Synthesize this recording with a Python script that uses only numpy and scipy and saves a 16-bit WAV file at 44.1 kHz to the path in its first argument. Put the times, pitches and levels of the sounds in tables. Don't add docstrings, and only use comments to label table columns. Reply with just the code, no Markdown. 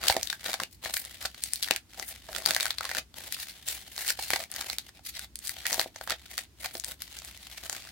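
import sys
import numpy as np
from scipy import signal
from scipy.fft import rfft, irfft, next_fast_len
from scipy.io import wavfile
from scipy.ndimage import uniform_filter1d

SR = 44100
rng = np.random.default_rng(int(sys.argv[2]) if len(sys.argv) > 2 else 0)


def generate_wav(sig):
    pcm = np.round(np.clip(np.atleast_2d(sig).T, -1, 1) * 32767).astype(np.int16)
    wavfile.write(sys.argv[1], SR, pcm)


N = 348929

# (frequency [Hz], relative level [dB])
ROOM_TONE = [(20, -34.5), (42, -9), (62, 10.5), (74, -2.5), (88, -0.5), (120, -7), (200, -9.5), (330, -12),
             (500, -24), (1200, -25), (4500, -25), (15000, -32.5)]
# (time [s], relative level [dB])
CARD_KNOCKS = [(0.151, -28.5), (0.1662, -16), (0.492, -27.5), (0.635, -36.5), (1.7098, -18.5),
               (2.476, -31.5), (2.975, -32.5), (4.189, -32.5), (4.305, -33), (4.333, -22), (5.781, -29),
               (5.86, -28), (6.105, -37), (6.753, -26.5)]
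# (frequency [Hz], time to fade by 60 dB [s], relative level [dB])
CARD_NOTES = [(175, .04, -43.5), (289, 0.08, -16.5), (378, 0.041, -8), (513, 0.012, 6), (639, 0.0093, 17),
              (804, 0.019, -38)]
# (start [s], end [s])
GRIP_TIMES = [(0, 0.64), (0.821, 1.78), (1.898, 3.0), (3.151, 4.45), (4.499, 4.89), (5.05, 5.25),
              (5.389, 5.88), (5.928, 6.44), (6.579, 6.93), (6.988, 7.9)]
# (time [s], length [ms], level [dB], body [dB], sheen [dB])
FOIL_PULLS = [(0.005, 100, -37, 5.5, -8.5), (0.07, 45, -30, -3, 0.5), (0.119, 72, -40.5, 10, -4),
              (0.217, 120, -45, 1, 5), (0.439, 110, -36, 3, -5.5), (0.583, 45, -41, 15, -4.5),
              (0.698, 50, -54, -24.5, 6), (0.828, 70, -37.5, 4.5, -6.5), (0.92, 80, -36, -6, 14.5),
              (1.028, 92, -46, 1.5, -1.5), (1.208, 50, -38, 5, -3.5), (1.408, 180, -44.5, -20.5, -1),
              (1.62, 26, -31, -21.5, 1.5), (1.659, 100, -42.5, 2, -15.5), (1.967, 55, -44, 11, 0),
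              (2.045, 52, -37, 3, 15), (2.093, 28, -45.5, 1, 5), (2.29, 115, -41, 11.5, 0.5),
              (2.452, 62, -32.5, 4, -4.5), (2.53, 165, -38.5, 1, -4), (2.815, 81, -46, 3, -10),
              (2.887, 50, -41, -0.5, -4), (2.948, 42, -36, 3.5, -6), (3.148, 135, -47, 7.5, 1),
              (3.311, 35, -36.5, -17, -4.5), (3.384, 51, -38, -9, 1), (3.467, 45, -44, -7, -2),
              (3.663, 50, -31.5, -3.5, 3.5), (3.715, 32, -37, -2, 5), (3.775, 50, -47, -3.5, 2),
              (3.88, 72, -49, -5, 3.5), (3.975, 75, -35.5, 1.5, 3.5), (4.056, 50, -29.5, -9.5, 2),
              (4.173, 110, -38, -14, -0.5), (4.304, 42, -33, -4.5, 1), (4.359, 69, -43, 11.5, 2),
              (4.508, 155, -43, 4, -4.5), (4.673, 57, -39.5, 1, -1.5), (4.934, 42, -55, -0.5, -6.5),
              (5.046, 53, -38.5, -16, 4), (5.133, 42, -42, -19, -11), (5.191, 45, -49.5, 0.5, -5),
              (5.43, 83, -38, -6, 5.5), (5.53, 110, -48.5, -3, -6), (5.658, 50, -36, 0, 2),
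              (5.711, 105, -34, 7, 1), (6.02, 45, -46.5, 7, 20.5), (6.088, 35, -34.5, 4.5, -20.5),
              (6.293, 115, -46, 1.5, -1), (6.598, 70, -43.5, 4, 3.5), (6.723, 62, -43.5, 11, 16),
              (6.85, 68, -41, 6.5, 5), (6.998, 55, -51, -14, 4), (7.108, 65, -49.5, -2.5, -4.5),
              (7.233, 44, -48.5, 1.5, 5), (7.399, 53, -51, -5, -3), (7.48, 130, -50.5, -1.5, -1.5),
              (7.623, 130, -43.5, 4.5, -1), (7.761, 130, -49, -2, -8.5)]
# (frequency [Hz], relative level [dB])
SLIDE_TONE = [(100, -13.5), (300, -10), (440, -10.5), (660, -1.5), (760, -1.5), (1020, -9), (1400, -5),
              (2000, 1.5), (2500, -1), (3300, -0.5), (4300, 1.5), (5800, -2), (8600, -1), (15500, -3.5)]
# (time [s], length [ms], level over 1 ms [dB], pitch [Hz], body [dB], left minus right [dB])
FOIL_SNAPS = [(0.052, 0.35, -26.5, 3600, 12.5, 13), (0.082, 0.51, -13, 2870, -10, -13),
              (0.0838, 0.67, -9.5, 3300, -22.5, 16), (0.099, 2.8, -9, 4300, 20.5, -1),
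              (0.1664, 1.6, -17.5, 658, 2, -1.5), (0.2311, 0.46, -17.5, 5840, -32, 1),
              (0.2731, 0.64, -22.5, 3620, -19.5, 9), (0.3006, 2.2, -17.5, 3640, -12, 4.5),
              (0.3282, 1.3, -21, 1575, 2, -1), (0.4613, 2.7, -23, 3340, -4, 5.5),
              (0.532, 0.41, -22, 3540, 6.5, 3), (0.541, 1.5, -18.5, 850, 3, -2),
              (0.6009, 1.7, -19, 1300, 11.5, 0.5), (0.8588, 1.9, -22.5, 1900, 22.5, 5.5),
              (0.9391, 0.68, -21, 8350, -1, 12), (0.9418, 0.46, -18, 640, -12.5, 1),
              (0.9638, 0.38, -24.5, 10430, -14.5, 3), (0.9679, 1.4, -18, 1960, -11, 1),
              (1.0506, 0.45, -29.5, 9600, -6, 0), (1.2521, 0.9, -23.5, 1360, 17.5, 4.5),
              (1.256, 2.6, -18.5, 666, -22, -2), (1.4379, 0.58, -16.5, 8600, -42, 3.5),
              (1.535, 0.28, -14.5, 8800, -16, 10.5), (1.5583, 0.34, -24, 4330, -37, 0),
              (1.6271, 0.6, -17.5, 3440, -40.5, 3), (1.6328, 2.6, -27, 3400, -17.5, 6),
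              (1.6444, 1.9, -23.5, 3200, -15, 0), (1.7099, 0.86, -8.5, 2820, 9.5, 4.5),
              (1.7622, 0.6, -19, 2460, -11, -1.5), (1.9973, 0.89, -24, 6000, 9, 3),
              (2.289, 3.5, -29.5, 610, 18.5, -2.5), (2.3496, 1.5, -24.5, 2930, -11.5, -4.5),
              (2.455, 2.5, -20, 4320, -22, 9.5), (2.4608, 0.31, -8.5, 4740, 3.5, 6.5),
              (2.475, 0.8, -27.5, 1500, -17, 15), (2.49, 0.7, -22, 3650, 16.5, 13),
              (2.5082, 1.3, -13, 596, -1, -3), (2.536, 0.5, -24, 5800, 7, 7),
              (2.548, 0.52, -16, 3860, -25, 1), (2.5643, 0.76, -13.5, 1730, 6, -1),
              (2.6006, 0.96, -20.5, 2280, 4, 1), (2.608, 0.67, -16, 3800, -4, 4.5),
              (2.6295, 0.94, -18.5, 9050, -1, -4.5), (2.656, 0.9, -17, 1490, 3.5, 2),
              (2.6655, 1.6, -22, 1210, -6, 4), (2.7061, 1.6, -16.5, 3840, -2.5, 2),
              (2.7842, 1.5, -20, 4000, -4, 5), (2.8087, 1.1, -21.5, 1290, 12.5, 2),
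              (2.843, 0.72, -28.5, 1150, 7.5, -1.5), (2.8528, 2.2, -22, 1060, -4, 2),
              (2.9145, 1.5, -21, 1870, 8, 1.5), (2.949, 1.1, -21, 1450, 0, 0.5),
              (3.142, 0.7, -37.5, 3500, 10.5, 6), (3.3241, 1.1, -20.5, 11900, -13.5, 5),
              (3.6862, 0.47, -19, 7400, -12, 7.5), (3.964, 0.82, -30.5, 6200, -4, 1),
              (3.979, 0.52, -24, 4260, 10, 2.5), (4.0796, 0.5, -18.5, 8900, -5.5, -3),
              (4.0871, 7.2, -19.5, 2700, -29.5, 2), (4.1037, 0.9, -19, 1800, 5, -3),
              (4.1912, 3.7, -24, 843, 3, -2.5), (4.3049, 0.22, -15, 2340, 14.5, -1),
              (4.3138, 0.9, -25, 1470, -12, 8), (4.3344, 2.6, -12.5, 2090, 3, 1.5),
              (4.3602, 1.7, -18, 925, -2, 0.5), (4.3632, 0.98, -22, 2200, 7, -1.5),
              (4.4024, 2.2, -26.5, 660, 2, 0), (4.4386, 0.57, -28.5, 2320, -7, 2),
              (4.5158, 0.22, -26, 10800, -39, 4.5), (4.5624, 0.38, -23.5, 1870, -17.5, 4.5),
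              (4.6112, 1.1, -21.5, 1080, -11.5, 1.5), (4.6997, 0.9, -19.5, 4040, 2, -3),
              (4.7849, 0.34, -18.5, 3800, -8.5, 0), (4.9932, 1.9, -44, 700, 12.5, 1),
              (5.1938, 0.36, -25, 1450, -15.5, 2), (5.3567, 0.86, -26, 9700, -44.5, 1),
              (5.39, 0.2, -31, 7950, -33, -3), (5.473, 0.4, -24, 7460, -22.5, -3),
              (5.4787, 0.66, -24.5, 9200, -29, 16), (5.4942, 0.3, -19.5, 1990, -14.5, 7.5),
              (5.656, 4.8, -18.5, 1860, -1, -1.5), (5.6668, 0.5, -16, 2310, -15.5, -1.5),
              (5.7294, 0.49, -15.5, 5860, 3, 4), (5.7435, 0.31, -18, 1070, -3, 4),
              (5.7957, 0.8, -11.5, 4060, 12.5, 4), (5.9604, 2.4, -30.5, 6400, 14, 1),
              (6.012, 0.98, -27.5, 1510, 27.5, 3), (6.0755, 0.82, -25, 1450, 18.5, -4),
              (6.098, 1.2, -20.5, 1130, -16.5, -3.5), (6.1061, 0.82, -17, 1285, -1, -4.5),
              (6.1187, 0.6, -28, 640, -5, -3), (6.3796, 0.96, -18.5, 1240, -16, 0.5),
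              (6.6469, 8.6, -23.5, 2280, 9.5, -4), (6.6595, 1.2, -22, 744, -4.5, 5),
              (6.7523, 2, -26.5, 685, -4, 2), (6.7987, 0.3, -24, 6600, -38.5, 9),
              (6.8455, 0.95, -21.5, 8200, -19, 5), (7.0203, 1.2, -24, 12300, -15.5, 4),
              (7.1883, 1.3, -30, 7100, -27.5, 2.5), (7.248, 1, -32, 9040, -11, 3.5),
              (7.3751, 0.53, -37, 1990, -28, -2), (7.6973, 0.73, -20.5, 7140, 3.5, 2.5),
              (7.7284, 0.68, -24.5, 6940, 10, 1)]
# (frequency [Hz], relative level [dB])
SNAP_TONE = [(100, -18), (300, -28.5), (440, -17), (640, -7), (800, -3), (1020, -8.5), (1400, -3),
             (1900, 0), (2550, -6), (3700, -2), (4600, 1), (5700, -5.5), (8600, -7.5), (15500, -14)]

GRIP_DB, GRIP_BODY_DB, GRIP_SHEEN_DB = -53, -3, -5.5
PACK_PAN_DB = 1.7
SNAP_LEAD_S = 0.006


def undb(db):
    return 10 ** (np.asarray(db) / 20)


def unit(x):
    return x / np.sqrt(np.mean(x ** 2))


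def freqs(size):
    return np.maximum(np.arange(size // 2 + 1) * SR / size, 1)


def curve_db(points, hz):
    row_hz, db = np.transpose(points)
    return np.interp(np.log(hz), np.log(row_hz), db)


def ringing_filter(db):
    cepstrum = irfft(db * np.log(10) / 20)
    half = len(cepstrum) // 2
    cepstrum[1:half] *= 2
    cepstrum[half + 1:] = 0
    return np.exp(rfft(cepstrum))


def stereo(mid, side, hz, apart_hz):
    angle = np.pi / 4 / (1 + (apart_hz / hz) ** 2)
    return np.cos(angle) * mid + np.sin(angle) * np.array([side, -side])


def pan(db):
    return unit(undb(np.array([[db], [-db]]) / 2))


def add(track, time_s, sound):
    start = int(np.clip(time_s * SR, 0, N - 1))
    track[:, start:start + sound.shape[1]] += sound[:, :N - start]


def room_rumble(level_db=-57.5, side_db=-13):
    hz = freqs(N)
    mid, side, width = rfft(rng.standard_normal((3, N)))
    noise = stereo(mid, side, hz, apart_hz=600) + undb(side_db) * np.array([width, -width])
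    return unit(irfft(noise * undb(curve_db(ROOM_TONE, hz)), N)) * undb(level_db)


def room_echo(dry, fade_s=0.11, echo_db=-12, dull_hz=9000, gap_s=0.0053, size=2 ** 14):
    t, hz = np.arange(size) / SR, freqs(size)
    noise = rng.standard_normal((2, size)) * undb(-60 * t / fade_s) * (t > gap_s)
    echo = irfft(stereo(*rfft(noise), hz, apart_hz=500) / (1 + 1j * hz / dull_hz))
    echo = unit(echo) / np.sqrt(size) * undb(echo_db)
    return dry + signal.fftconvolve(dry, echo, axes=1)[:, :N]


def card_knocks(gain_db=-5, contact_s=0.002, pitch_spread=0.016, lean=0.26):
    out, t = np.zeros((2, N)), np.arange(SR // 5) / SR
    for time_s, db in CARD_KNOCKS:
        ring = 0
        for hz, fade_s, note_db in CARD_NOTES:
            detune, side = rng.standard_normal(2)
            note = np.sin(2 * np.pi * hz * (1 + pitch_spread * detune) * t)
            note *= undb(note_db - 60 * t / fade_s)
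            ring = ring + np.outer([1 + lean * side, 1 - lean * side], note)
        add(out, time_s, ring * (1 - np.exp(-t / contact_s)) * undb(db + gain_db))
    return out


def slide_envelope(t, length_s, full_at_s=0.018, rise_s=0.011, fall_s=0.012):
    return np.exp(np.minimum(t - full_at_s, 0) / rise_s - np.maximum(t - length_s, 0) / fall_s)


def held(t):
    return sum(slide_envelope(t - start, end - start) for start, end in GRIP_TIMES)


def crease_ticks(ticks_per_s=22, tick_db=-43, spread_db=4.5, fade_s=0.0021):
    hz = freqs(N)
    hits = rng.random(N) < ticks_per_s / SR
    ticks = hits * undb(tick_db + spread_db * np.clip(rng.standard_normal(N), -2, 2))
    envelope = signal.lfilter([1], [1, -np.exp(-1 / (fade_s * SR))], ticks * held(np.arange(N) / SR))
    slips = rfft(rng.standard_normal((2, N)) * envelope)
    return irfft(stereo(*slips, hz, apart_hz=1400) * unit(undb(curve_db(SNAP_TONE, hz))), N)


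def foil_db(hz, facet_hz, body_db, sheen_db, peak_db, peak_width):
    facet = np.exp(-(np.log(hz / facet_hz) / peak_width) ** 2)
    body = 1 / (1 + (hz / 1200) ** 3)
    sheen = 1 / (1 + (6500 / hz) ** 4)
    return peak_db * facet + body_db * body + sheen_db * sheen


def wander(rate_hz):
    return unit(signal.sosfilt(signal.butter(2, rate_hz, fs=SR, output="sos"), rng.standard_normal(N)))


def stick_slip(slips_per_s=2400, spread_db=3.0, slip_s=0.00048):
    sizes = undb(spread_db * np.minimum(rng.exponential(size=N), 5))
    slips = (rng.random(N) < slips_per_s / SR) * sizes
    power = signal.lfilter([1], [1, -np.exp(-2 / (slip_s * SR))], slips ** 2)
    return power / power.mean()


def foil_slides(wobble_db=4.56, ripple_db=4.0, ripple_hz=170, blur_s=0.14, body_db_per_octave=5.5):
    slides = [(start, end - start, GRIP_DB, GRIP_BODY_DB, GRIP_SHEEN_DB) for start, end in GRIP_TIMES]
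    slides += [(time_s, ms / 1000, *levels) for time_s, ms, *levels in FOIL_PULLS]
    out = np.zeros((2, N))
    bursts = stick_slip()
    grip = undb(wobble_db * wander(rate_hz=60))
    friction = rng.standard_normal((2, N))
    creases = rng.standard_normal((len(slides), 512))
    for (time_s, length_s, db, body_db, sheen_db), crease in zip(slides, creases):
        begin_s, count = max(time_s - .04, 0), int((length_s + .14) * SR)
        size = 2 * next_fast_len(count // 2 + 1024)
        span, hz = (int(begin_s * SR) + np.arange(count)) % N, freqs(size)
        grain = np.clip(0.22 + 0.06 * (db - GRIP_DB) + 0.54 * (body_db - sheen_db), .05, .95)
        texture = unit(np.sqrt(grain * bursts[span] + 1 - grain) * grip[span])
        envelope = slide_envelope(begin_s - time_s + np.arange(count) / SR, length_s)
        slips = rfft(friction[:, span] * texture * envelope, size)
        peaks = np.interp(hz / ripple_hz, np.arange(len(crease)), crease)
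        tone_db = curve_db(SLIDE_TONE, hz) + ripple_db / (1 + length_s / blur_s) * peaks
        facet_hz = np.clip(2270 * 2 ** (-body_db / body_db_per_octave), 676, 4300)
        tone_db += foil_db(hz, facet_hz, body_db, sheen_db, peak_db=4, peak_width=0.2)
        sheet = ringing_filter(20 * np.log10(unit(undb(tone_db))))
        stroke = irfft(stereo(*slips, hz, apart_hz=1430) * sheet)
        add(out, begin_s, stroke * pan(PACK_PAN_DB) * undb(db))
    return out


def snap(ms, db, facet_hz, body_db, pan_db, creak_s=0.00076, flutter_s=0.0022, size=2048):
    t, hz = np.arange(size) / SR - SNAP_LEAD_S, freqs(size)
    flip = np.exp(-np.abs(t) / (ms / 1000 * np.where(t < 0, 0.28, 1)))
    creak = undb(-20) * np.exp(-np.abs(t) / creak_s)
    flutter = undb(-24) * np.exp(-np.abs(t) / flutter_s)
    slips = rfft(rng.standard_normal((2, size)) * (flip + np.where(t < 0, creak, flutter)))
    powers = uniform_filter1d(np.abs(slips) ** 2, size=45)
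    slips = [slip * ringing_filter(-10 * np.log10(power)) for slip, power in zip(slips, powers)]
    sheen_db = 2 - 4 * np.log2(ms)
    tone_db = curve_db(SNAP_TONE, hz)
    tone_db += foil_db(hz, facet_hz, body_db, sheen_db, peak_db=8, peak_width=0.28)
    tone_db += 5 / (1 + (np.log(hz / facet_hz) / 0.021) ** 2)
    sound = irfft(stereo(*slips, hz, apart_hz=1540) * ringing_filter(tone_db))
    sound /= np.sqrt(np.sum(sound ** 2, axis=1, keepdims=True) / (SR / 1000))
    return sound * pan(pan_db) * undb(db)


def small_crackles(count=60, crowding=1.1, boost_db=5, spread_db=6, pan_spread_db=11.5):
    out, t = np.zeros((2, N)), np.arange(0, N / SR, .001)
    force = undb(GRIP_DB) * held(t)
    for time_s, ms, db, body_db, sheen_db in FOIL_PULLS:
        force += undb(db + 0.41 * (body_db - sheen_db)) * slide_envelope(t - time_s, ms / 1000)
    buildup = np.cumsum(force ** crowding)
    moments = np.searchsorted(buildup / buildup[-1], (np.arange(count) + rng.random(count)) / count)
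    for i, (strength, pitch, side) in zip(moments, np.clip(rng.standard_normal((count, 3)), -2, 2)):
        db = 20 * np.log10(force[i]) + boost_db + spread_db * strength
        facet_hz = 2556 * 2 ** (0.9 * pitch)
        pan_db = PACK_PAN_DB + pan_spread_db * side
        add(out, t[i], snap(ms=0.75, db=db, facet_hz=facet_hz, body_db=0, pan_db=pan_db))
    return out


def large_snaps():
    out = np.zeros((2, N))
    for time_s, ms, db, facet_hz, body_db, pan_db in FOIL_SNAPS:
        add(out, time_s - SNAP_LEAD_S, snap(ms, db, facet_hz, body_db, pan_db))
    return out


def scene():
    pack = large_snaps() + foil_slides() + card_knocks() + crease_ticks() + small_crackles()
    return room_echo(pack) + room_rumble()


def record(dry, low_cut_hz=38, high_cut_hz=16000):
    thin = signal.sosfilt(signal.butter(3, low_cut_hz, "high", fs=SR, output="sos"), dry)
    treble_cut = signal.ellip(10, .2, 70, high_cut_hz, fs=SR, output="sos")
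    return signal.sosfilt(treble_cut, np.clip(thin, -1, 1))


dry = scene()
out = record(dry)
generate_wav(out)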